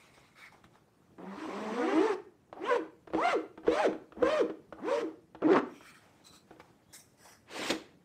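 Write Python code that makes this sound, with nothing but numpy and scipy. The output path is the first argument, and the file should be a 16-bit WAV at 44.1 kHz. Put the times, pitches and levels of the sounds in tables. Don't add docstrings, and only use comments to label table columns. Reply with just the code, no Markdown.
import sys
import numpy as np
from scipy import signal
from scipy.fft import rfft, irfft, next_fast_len
from scipy.io import wavfile
from scipy.ndimage import uniform_filter1d, map_coordinates

SR = 44100
rng = np.random.default_rng(int(sys.argv[2]) if len(sys.argv) > 2 else 0)


def rack_gain(trim_db):
    fader = np.asarray(trim_db, float)
    return 10 ** (fader / 20)


def master_out(mix):
    frames = np.transpose(np.atleast_2d(mix))
    ceiling = np.clip(frames, -1, 1)
    pcm = np.round(ceiling * 32767).astype(np.int16)
    wavfile.write(sys.argv[1], SR, pcm)


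N = 354740


def unit(x):
    return x / np.sqrt(np.mean(x ** 2) + 1e-20)


def along(points, hz):
    f, v = np.transpose(points)
    return np.interp(np.log(hz + 1), np.log(f + 1), v)


def curves(tables):
    t = np.arange(N) / SR
    gate = np.zeros(N)
    for rows in tables:
        first, last = rows[0][0], rows[-1][0]
        gate += np.interp(t, [first - .004, first + .004, last - .01, last + .01], [0, 1, 1, 0])
    s, *cols = np.vstack(tables).T
    values = [np.interp(t, np.sort(s), c) for c in cols]
    return [uniform_filter1d(c, size=260) for c in [np.minimum(gate, 1)] + values]


def wobble(rate_hz):
    coarse = np.arange(0, N + 32, 32)
    knots = rng.standard_normal(int(N * rate_hz / SR) + 4)
    return np.interp(np.arange(N), coarse, map_coordinates(knots, [coarse * rate_hz / SR]))


def filtered(x, response):
    m = 2 * next_fast_len(N // 2 + SR // 4)
    return irfft(rfft(x, m) * response(np.fft.rfftfreq(m, 1 / SR)), m)[..., :N]


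def modes(table, widen=1, flip=-1):
    def response(f):
        total = 0
        for k, (centre, width, db) in enumerate(table):
            damping = 1j * f * width * widen
            total = total + flip ** k * rack_gain(db) * damping / (centre * centre - f * f + damping)
        return total
    return response


def causal(points, gain_db):
    def response(f):
        c = irfft(np.maximum(along(points, f) + gain_db, -120) * np.log(10) / 20)
        half = len(c) // 2
        c = c * np.interp(np.arange(len(c)), [0, 1, half - 1, half, half + 1], [1, 2, 2, 1, 0])
        return np.exp(rfft(c))
    return response


def noise(response, patchy_db, throb=1):
    z = signal.stft(rng.standard_normal(N), nperseg=256)[2]
    field = uniform_filter1d(uniform_filter1d(rng.standard_normal(z.shape), 4, 0), 8, 1)
    grains = signal.istft(z * rack_gain(patchy_db * unit(field)), nperseg=256)[1][:N]
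    return unit(filtered(throb * grains, response))


def swell(start, rise, hold, peak_db, depth_db, fade, drop_db=0):
    roundness, drop_s = 1.37, 0.016
    t = np.arange(N) / SR - start
    after = np.maximum(t - rise - hold, 0)
    climb = depth_db * np.clip(1 - t / rise, 0, 1) ** roundness
    level = peak_db - climb - fade * after - drop_db * np.minimum(after / drop_s, 1)
    return np.where(t < 0, -160, np.maximum(level, -160))


def pressure(tables):
    gate, level_db = curves(tables)
    return level_db + 20 * np.log10(np.abs(gate) + 1e-5)


# pitch_hz, level_db_per_hz
AIR_SPECTRUM = [(15, -57.5), (25, -28), (86, -6), (173, -2.5), (209, -4), (253, -8.5), (289, -4),
                (399, -9.5), (3720, -32.5), (4260, -32), (5420, -33.5), (7490, -34.5), (15500, -42)]


def workshop_air():
    drift_db = 1.2 * wobble(1.656)
    return rack_gain(-65 + drift_db) * noise(lambda f: rack_gain(along(AIR_SPECTRUM, f)), patchy_db=2.0)


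# pitch_hz, t60_s
ROOM_DECAY = [(150, 0.56), (500, 0.34), (2000, 0.37), (10000, 0.35)]


def workshop_echo(x):
    hz, t, z = signal.stft(rng.standard_normal(SR // 2), SR, nperseg=256)
    decay = rack_gain(-60 * t / along(ROOM_DECAY, hz)[:, None])
    tail = signal.istft(z * decay, SR, nperseg=256)[1]
    late = np.pad(x, (500, 0))
    return signal.fftconvolve(late, tail / np.linalg.norm(tail))[:N]


# start_s, rise_s, hold_s, level_db, fade_db_per_s
TOUCHES = [
    [(0, 0.001, 0.068, -60.5, 110), (.135, 0.0058, .002, -61, 42), (.636, .006, .002, -59.5, 430)],
    [(.355, 0.045, 0.064, -52.5, 302)],
    [(.516, 0.0077, .002, -61, 140), (.7, 0.058, .002, -65, 212), (6.0, .03, .03, -64.5, 60),
     (6.08, 0.054, 0.063, -67, 100), (6.47, 0.051, .002, -66, 152), (6.592, 0.013, 0.0018, -55, 800),
     (6.61, 0.0071, 0.0019, -66, 71)],
    [(5.654, 0.1, .08, -62, 200)],
    [(5.82, 0.04, .045, -55.5, 239), (5.93, 0.019, 0.02, -60, 166)],
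    [(6.24, 0.023, 0.012, -56, 168), (6.305, 0.032, 0.025, -56.5, 298)],
    [(6.868, 0.059, .02, -72, 298)],
    [(6.927, 0.0084, 0.031, -51, 189), (7.0, 0.027, .02, -70.5, 71)],
    [(7.176, 0.083, 0.063, -57, 179)],
]
# pitch_hz, width_hz, level_db
GRIP_MODES = [
    [(635, 380, 2), (1270, 370, 1.5), (2165, 280, 5), (3950, 380, -5), (5240, 740, -11.5),
     (8600, 1200, -14.5)],
    [(624, 340, -8.5), (1320, 89, 6), (1790, 220, -1), (2210, 84, 7.5), (3700, 250, -6.5), (4510, 250, -11),
     (5150, 370, -17), (8820, 900, -23)],
    [(416, 280, -2), (800, 230, 10), (1370, 500, 4), (2270, 470, 0), (3570, 580, -7.5), (5570, 980, -11.5),
     (8320, 1100, -18), (11900, 480, -35)],
    [(1160, 300, -5.5), (2380, 170, 0.5), (3220, 180, -4.5), (5690, 250, -7.5), (8100, 500, -15),
     (11360, 700, -27), (13500, 710, -24)],
    [(1350, 151.5, 4), (1870, 130, 1.5), (2330, 150, 1), (2663, 83, -5.5), (3160, 200, -5),
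     (4430, 340, -10), (5400, 318, -10.5), (7700, 390, -12), (8600, 400, -10), (11900, 900, -29),
     (13600, 1300, -29)],
    [(700, 1400, -20), (1290, 210, 1), (2500, 82, -1), (4030, 110, 10.5), (5820, 340, -2), (7800, 390, -1),
     (9250, 310, -8.5), (12500, 2700, -21)],
]
# pitch_hz, width_hz, level_db
PEEL_MODES = [
    [(1740, 65, -3), (3360, 66, 2), (3880, 70, -2), (5400, 92, -8), (6870, 90, -8), (9590, 76, -5.5),
     (11400, 100, -16), (13300, 180, -20)],
    [(720, 400, -2), (1670, 150, 2), (2090, 150, 4), (3790, 230, -2.5), (5450, 300, 7), (6000, 200, 5.5),
     (6420, 300, 4), (7760, 370, 4), (8500, 300, 4.5), (9270, 560, 1.5), (10630, 600, -9),
     (12400, 900, -4.5), (13800, 1600, -7.5)],
    [(684, 660, -1.5), (1700, 170, 2), (1980, 120, -1), (3420, 60, -9), (4400, 110, -7), (5190, 120, 0),
     (5790, 74, 2.5), (6560, 150, -9), (7200, 120, -8.5), (7970, 130, -2.5), (8450, 200, -10),
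     (9650, 350, -8.5), (11900, 230, -10.5), (13600, 400, -24)],
]


def hands_and_peeling_ink():
    out = np.zeros(N)
    for touches, table in zip(TOUCHES, GRIP_MODES + PEEL_MODES):
        gestures = [swell(s, rise, hold, db, 12.5, fade) for s, rise, hold, db, fade in touches]
        level_db = np.max(gestures, axis=0) + 0.6 * wobble(55)
        peaks, skirts = modes(table), modes(table, widen=5.0, flip=1)
        grain = noise(lambda f: np.abs(peaks(f)) + rack_gain(-23) * np.abs(skirts(f)), patchy_db=2.5)
        out += rack_gain(level_db) * grain
    return out


# start_s, level_db, mesh_thud_db, table_thump_db
CONTACTS = [(0.177, -41, -11, -16), (0.545, -40.5, -22, -32), (0.641, -37.5, -31, -34),
            (0.755, -41.5, -17, -21), (1.183, -37.5, 4, -33), (2.497, -54, 4, -28), (2.528, -28, -11, -49),
            (3.073, -30, -6, -43), (3.102, -35, 0, -15), (3.135, -21.5, 2.5, -41), (3.147, -19, 8, -25),
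            (3.576, -29, 0, -42), (3.634, -37.5, -7, -17), (3.668, -22.5, -7, -33), (3.677, -17, 6, -18.5),
            (3.929, -26, -1, -43), (4.122, -34.5, -5, -22), (4.168, -48, 20.5, 4.5),
            (4.227, -15, 3.5, -21.5), (4.498, -26.5, 4, -33), (4.725, -27, -5, -24),
            (5.348, -28, -5.5, -22), (5.421, -26, 11, -44), (5.443, -34, -3, -42), (5.808, -36, -16, -23),
            (6.508, -35, -0.5, -37), (6.562, -46, 3, -28), (6.599, -30.5, -40, -33), (7.701, -24, -7, -43),
            (7.711, -40, -4, -48), (7.722, -24, 9, -26)]
# pitch_hz, level_db_per_hz
CRACK_SPECTRUM = [(290, -16), (500, -3.5), (726, -3.5), (1530, -9.5), (2160, -20), (3300, -24.5),
                  (4920, -36.5), (5400, -36.5), (12000, -59), (15600, -94.5), (22000, -120)]
# pitch_hz, width_hz, level_db
DRUM_MODES = [(199, 32, -16.5), (318.2, 8.9, 4), (404.5, 25, -5), (478, 10, 0), (596, 230, -13),
              (930, 41, -13.5)]


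def contacts():
    crack, thump, blows = np.zeros(N + SR), np.zeros(N + SR), np.zeros(N)
    t = np.arange(SR // 4) / SR
    for s, db, thud_db, thump_db in CONTACTS:
        start = round(s * SR)
        grit = rng.standard_normal(len(t)) + 1.64 * np.exp(-t / .00005)
        crack[start:][:len(t)] += rack_gain(db - 60 * t / 0.044) * grit
        table = np.sin(2 * np.pi * 66 * t) * (1 - np.exp(-t / 0.01))
        thump[start:][:len(t)] += rack_gain(db + thump_db - 1.5 - 60 * t / 0.21) * table
        blows[start] = rack_gain(db + thud_db + 39.5)
    drum = modes(DRUM_MODES, widen=1.6)
    crack = filtered(crack[:N], causal(CRACK_SPECTRUM, gain_db=5.5))
    thud = filtered(blows, lambda f: drum(f) / (1 + 1j * f / 500) ** 2)
    thump = filtered(thump[:N], lambda f: f ** 4 / (f ** 4 + 52 ** 4))
    return crack, thud, thump


# pitch_hz, width_hz, level_db
DAMPED_MESH = [(305, 140, 2), (495, 200, 2), (760, 303, -1), (1200, 466, -7), (1840, 350, -15.5)]


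def scrape(hiss_db, spectrum, throb, hiss_gain_db, drum_db, steady):
    hiss = noise(lambda f: rack_gain(along(spectrum, f)), patchy_db=2.0, throb=throb)
    top = filtered(hiss, lambda f: f ** 4 / (f ** 4 + 3800 ** 4))
    hiss -= top * (1 - rack_gain(np.minimum(0, hiss_db + 55.0)))
    swing_db = steady * np.clip(-44.5 - hiss_db, -10, 30) + 0.57 * wobble(30)
    drum = noise(modes(DAMPED_MESH), patchy_db=3.5) * rack_gain(drum_db + swing_db)
    return rack_gain(hiss_db) * (rack_gain(hiss_gain_db) * hiss + drum)


# start_s, level_db
FLOOD_PRESSURE = [
    [(7.46, -74), (7.49, -62), (7.52, -52), (7.568, -45), (7.698, -38.5), (7.706, -27), (7.73, -46.5),
     (7.782, -58), (7.95, -77.5)],
]
# pitch_hz, level_db_per_hz
WET_SPECTRUM = [(530, 4.5), (900, -12), (1560, 9.5), (1880, 11), (2510, 9), (3620, 8), (6650, -2.5),
                (8440, -2), (10600, -18.5), (14100, -15), (15500, -35.5)]


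def flood_scrape():
    throb = rack_gain(0.52 * wobble(220))
    return scrape(pressure(FLOOD_PRESSURE), WET_SPECTRUM, throb, hiss_gain_db=1.5, drum_db=2, steady=0.048)


# pitch_hz, level_db_per_hz
LOADED_SPECTRUM = [(400, -20.5), (1000, -3.5), (2000, -7.5), (3500, -20), (6000, -30.5), (8500, -36.5),
                   (10200, -82.5), (15500, -91)]


def heavy_scrape(push_db, jolts):
    throb = rack_gain(8 * np.cos(jolts) + 3.2 * wobble(150))
    rasp = scrape(push_db, LOADED_SPECTRUM, throb, hiss_gain_db=8.0, drum_db=16.5, steady=0.03)
    return filtered(rasp, lambda f: 1 / (1 + (f / 9000) ** 8))


# pitch_hz, level_db_per_hz
THREAD_SPECTRUM = [(590, -50.5), (1000, 2), (1290, -4.5), (1430, -8.5), (1860, -5.5), (2810, -14),
                   (5330, -23), (5980, -20.5), (6780, -29.5), (8240, -26), (10700, -47), (13600, -48),
                   (15500, -52.5)]


def thread_scrape(press_db, slips):
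    throb = 1 + 0.071 * np.cos(slips)
    return scrape(press_db, THREAD_SPECTRUM, throb, hiss_gain_db=5.0, drum_db=3.5, steady=0.61)


# start_s, level_db
PUSH_PRESSURE = [
    [(5.4, -80.5), (5.416, -70), (5.424, -65), (5.47, -55), (5.52, -49.5), (5.57, -41), (5.594, -48),
     (5.602, -66), (5.71, -78), (5.74, -83)],
]


def push_pressure():
    return pressure(PUSH_PRESSURE)


# start_s, level_db
LONG_PRESSURE = [
    [(1.175, -103), (1.186, -75), (1.21, -67.5), (1.404, -54), (1.76, -50.5), (2.056, -46.5), (2.14, -49),
     (2.168, -76), (2.3, -105)],
]
# start_s, rise_s, hold_s, level_db, start_below_db
SHORT_STROKES = [
    (2.55, 0.16, 0.057, -47, 31),
    (3.125, 0.19, 0.017, -41.5, 20.5),
    (3.645, 0.12, 0.1, -43, 20.5),
    (4.151, 0.12, 0.14, -46, 40.5),
    (4.767, 0.15, 0.097, -46.5, 36),
]


def stroke_pressure():
    strokes = [pressure(LONG_PRESSURE)]
    for row in SHORT_STROKES:
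        strokes.append(uniform_filter1d(swell(*row, fade=217.5, drop_db=10.5), size=200))
    return np.max(strokes, axis=0)


def squeak(tables, octave_db, fall_db, waver, flutter_db, uneven):
    gate, rate_hz, tone_db = curves(tables)
    phase = 2 * np.pi * np.cumsum(rate_hz * (1 + waver * wobble(120))) / SR
    levels = [tone_db] + [octave_db - np.maximum(fall_db, 3) * k for k in range(7)]
    tone = np.zeros(N)
    for k, db in enumerate(levels):
        flutter = flutter_db * (1 + k / 5) * wobble(55)
        tone += rack_gain(db + flutter) * np.cos((k + 1) * phase)
    return np.sqrt(2) * gate * tone * (1 + uneven * wobble(25) * np.cos(phase / 2)), phase


# start_s, slip_rate_hz, tone_db
JUDDER_SLIPS = [
    [(5.426, 372.1, -31), (5.438, 346.3, -29), (5.45, 332.2, -19), (5.478, 287.2, -24), (5.49, 337, -21.5),
     (5.505, 361.8, -20), (5.52, 406.3, -20), (5.545, 350.3, -23), (5.573, 250, -27), (5.595, 261, -28)],
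]


def heavy_judder(push_db):
    bite_db = np.maximum(-35, push_db + 14)
    judder, jolts = squeak(JUDDER_SLIPS, bite_db, fall_db=4.0, waver=.06, flutter_db=2.5, uneven=.6)
    drum = modes(DRUM_MODES, widen=3.0, flip=1)
    return filtered(judder, lambda f: (0.44 + 0.32 * drum(f)) * f ** 2 / (f ** 2 + 130 ** 2)), jolts


# start_s, slip_rate_hz, tone_db
NEAR_LONG_SLIPS = [
    [(1.19, 180, -48), (1.228, 177.5, -45.5), (1.324, 199.2, -39), (1.355, 195, -60)],
    [(1.5, 180, -47), (1.58, 211.6, -41.5), (1.724, 219.3, -33), (1.79, 257.8, -34.5),
     (1.898, 396.5, -31.5), (1.952, 411.6, -36.5), (2.08, 447.9, -30.5), (2.138, 367.2, -32),
     (2.17, 354.8, -41.5)],
]
# start_s, slip_rate_hz, tone_db
NEAR_SLIPS = [
    [(2.56, 198.5, -68), (2.61, 316, -37.5), (2.668, 467, -34.5), (2.69, 541.3, -45), (2.718, 492, -24.5),
     (2.76, 476.6, -37), (2.81, 305, -35)],
    [(3.17, 355.7, -50), (3.182, 405.7, -38.5), (3.236, 684, -28), (3.275, 706.4, -25.5),
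     (3.316, 684, -50.5), (3.33, 596, -25), (3.38, 301, -27.5)],
    [(3.68, 426.6, -20.5), (3.698, 501.3, -32.5), (3.728, 563, -31), (3.8, 634.4, -34.5),
     (3.838, 602, -30.5), (3.866, 400.7, -22), (3.9, 139.4, -37.5)],
    [(4.225, 483.7, -18), (4.249, 532.6, -37), (4.265, 524.3, -20), (4.315, 620, -34), (4.34, 625, -27.5),
     (4.388, 592.5, -25.5), (4.412, 451.4, -21), (4.45, 160.1, -34.5)],
    [(4.8, 147.4, -39), (4.822, 218.9, -44.5), (4.882, 475, -30.5), (4.9, 537.4, -33.5),
     (4.92, 470.7, -32.5), (4.988, 472, -29.5), (5.02, 458, -34), (5.06, 305.5, -36.5)],
]
# start_s, slip_rate_hz, tone_db
FAR_SLIPS = [
    [(1.37, 293.7, -54), (1.38, 288.6, -38), (1.458, 325, -48), (1.47, 313.7, -69)],
    [(1.78, 243.2, -40), (1.884, 249, -40.5), (1.916, 273.6, -52), (1.935, 288, -28), (1.98, 322.8, -25.5),
     (2.06, 461.8, -31), (2.102, 446.7, -36), (2.15, 366.4, -43)],
    [(2.7, 586, -32), (2.73, 583, -31.5), (2.766, 515, -39), (2.78, 495, -25.5)],
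    [(3.24, 714, -31), (3.256, 739, -33.5), (3.288, 756, -25), (3.3, 786, -42)],
    [(3.72, 566.5, -35), (3.764, 702.2, -37.5), (3.81, 854.3, -29.5), (3.838, 766, -31),
     (3.862, 564.2, -29), (3.885, 340, -22)],
    [(4.165, 167.1, -53), (4.181, 200.3, -45), (4.225, 289.5, -31.5)],
    [(4.9, 534, -48), (4.912, 540.7, -30), (4.97, 594.6, -33), (5.0, 592, -62)],
]
# start_s, near_octave_over_hiss_db, far_octave_over_hiss_db,
# near_loss_per_overtone_db, far_loss_per_overtone_db
SLIP_SHAPE = [(1.3, 6.5, -19, 7, 7), (1.7, 8.5, 14, 4.5, 3.7), (1.9, 7, 8.5, 2.5, 3),
              (2.05, 6, 5.5, 5.5, 5.14), (2.62, 5.5, -5, -2, 5), (2.7, 18, 3, 8.5, 5),
              (2.76, 6.5, 1, 4.5, 5.1), (3.19, 18, -2, 13, 6.5), (3.25, 14, 1, 5.5, 6.1),
              (3.31, 9, 4, 7.5, 4.4), (3.7, 4, -4, 1.5, 8.3), (3.78, -7, 0, 2, 9.1), (3.84, -2.5, 5, 4, 10),
              (4.25, 11.5, 14, 7, 3.1), (4.33, 5.5, 10, 4, 3.5), (4.41, 7, 10, 5, 4.15),
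              (4.88, 10.5, -8, 6.5, 6.27), (5.0, -4.5, -19, 13, 7)]
# pitch_hz, width_hz, level_db
EDGE_MODE = [(3320, 2400, -2.5)]


def blade_squeaks(press_db):
    _, near_db, far_db, near_fall_db, far_fall_db = curves([SLIP_SHAPE])
    edge_db = -46.5 + 1.02 * (press_db + 46.5)
    near, slips = squeak(NEAR_LONG_SLIPS + NEAR_SLIPS, edge_db + near_db, near_fall_db,
                         waver=.01, flutter_db=2.6, uneven=.04)
    far, _ = squeak(FAR_SLIPS, edge_db + far_db, far_fall_db, waver=.01, flutter_db=2.6, uneven=.04)
    drum, edge = modes(DRUM_MODES, flip=1), modes(EDGE_MODE)

    def body(f):
        return (0.67 + 0.81 * drum(f) + 0.15 * edge(f)) * f ** 2 / (f ** 2 + 150 ** 2)
    return filtered(near + far, body), slips


def scene():
    press_db, push_db = stroke_pressure(), push_pressure()
    squeaks, slips = blade_squeaks(press_db)
    judder, jolts = heavy_judder(push_db)
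    blade = squeaks + judder
    rasp = thread_scrape(press_db, slips) + heavy_scrape(push_db, jolts) + flood_scrape()
    rasp = filtered(rasp, lambda f: f ** 2 / (f ** 2 + 110 ** 2))
    crack, thud, thump = contacts()
    echo = workshop_echo(rack_gain(-8.0) * blade + rack_gain(-8.5) * (crack + thud) + rack_gain(-12.5) * rasp)
    close = blade + crack + thud + thump + rasp + hands_and_peeling_ink()
    return (close + echo + workshop_air())[None]


def low_pass(x):
    return signal.sosfilt(signal.butter(12, 15630, fs=SR, output="sos"), x)


def record(dry):
    mix = filtered(dry, lambda f: f < 15700)
    return low_pass(mix)


dry = scene()
out = record(dry)
master_out(out)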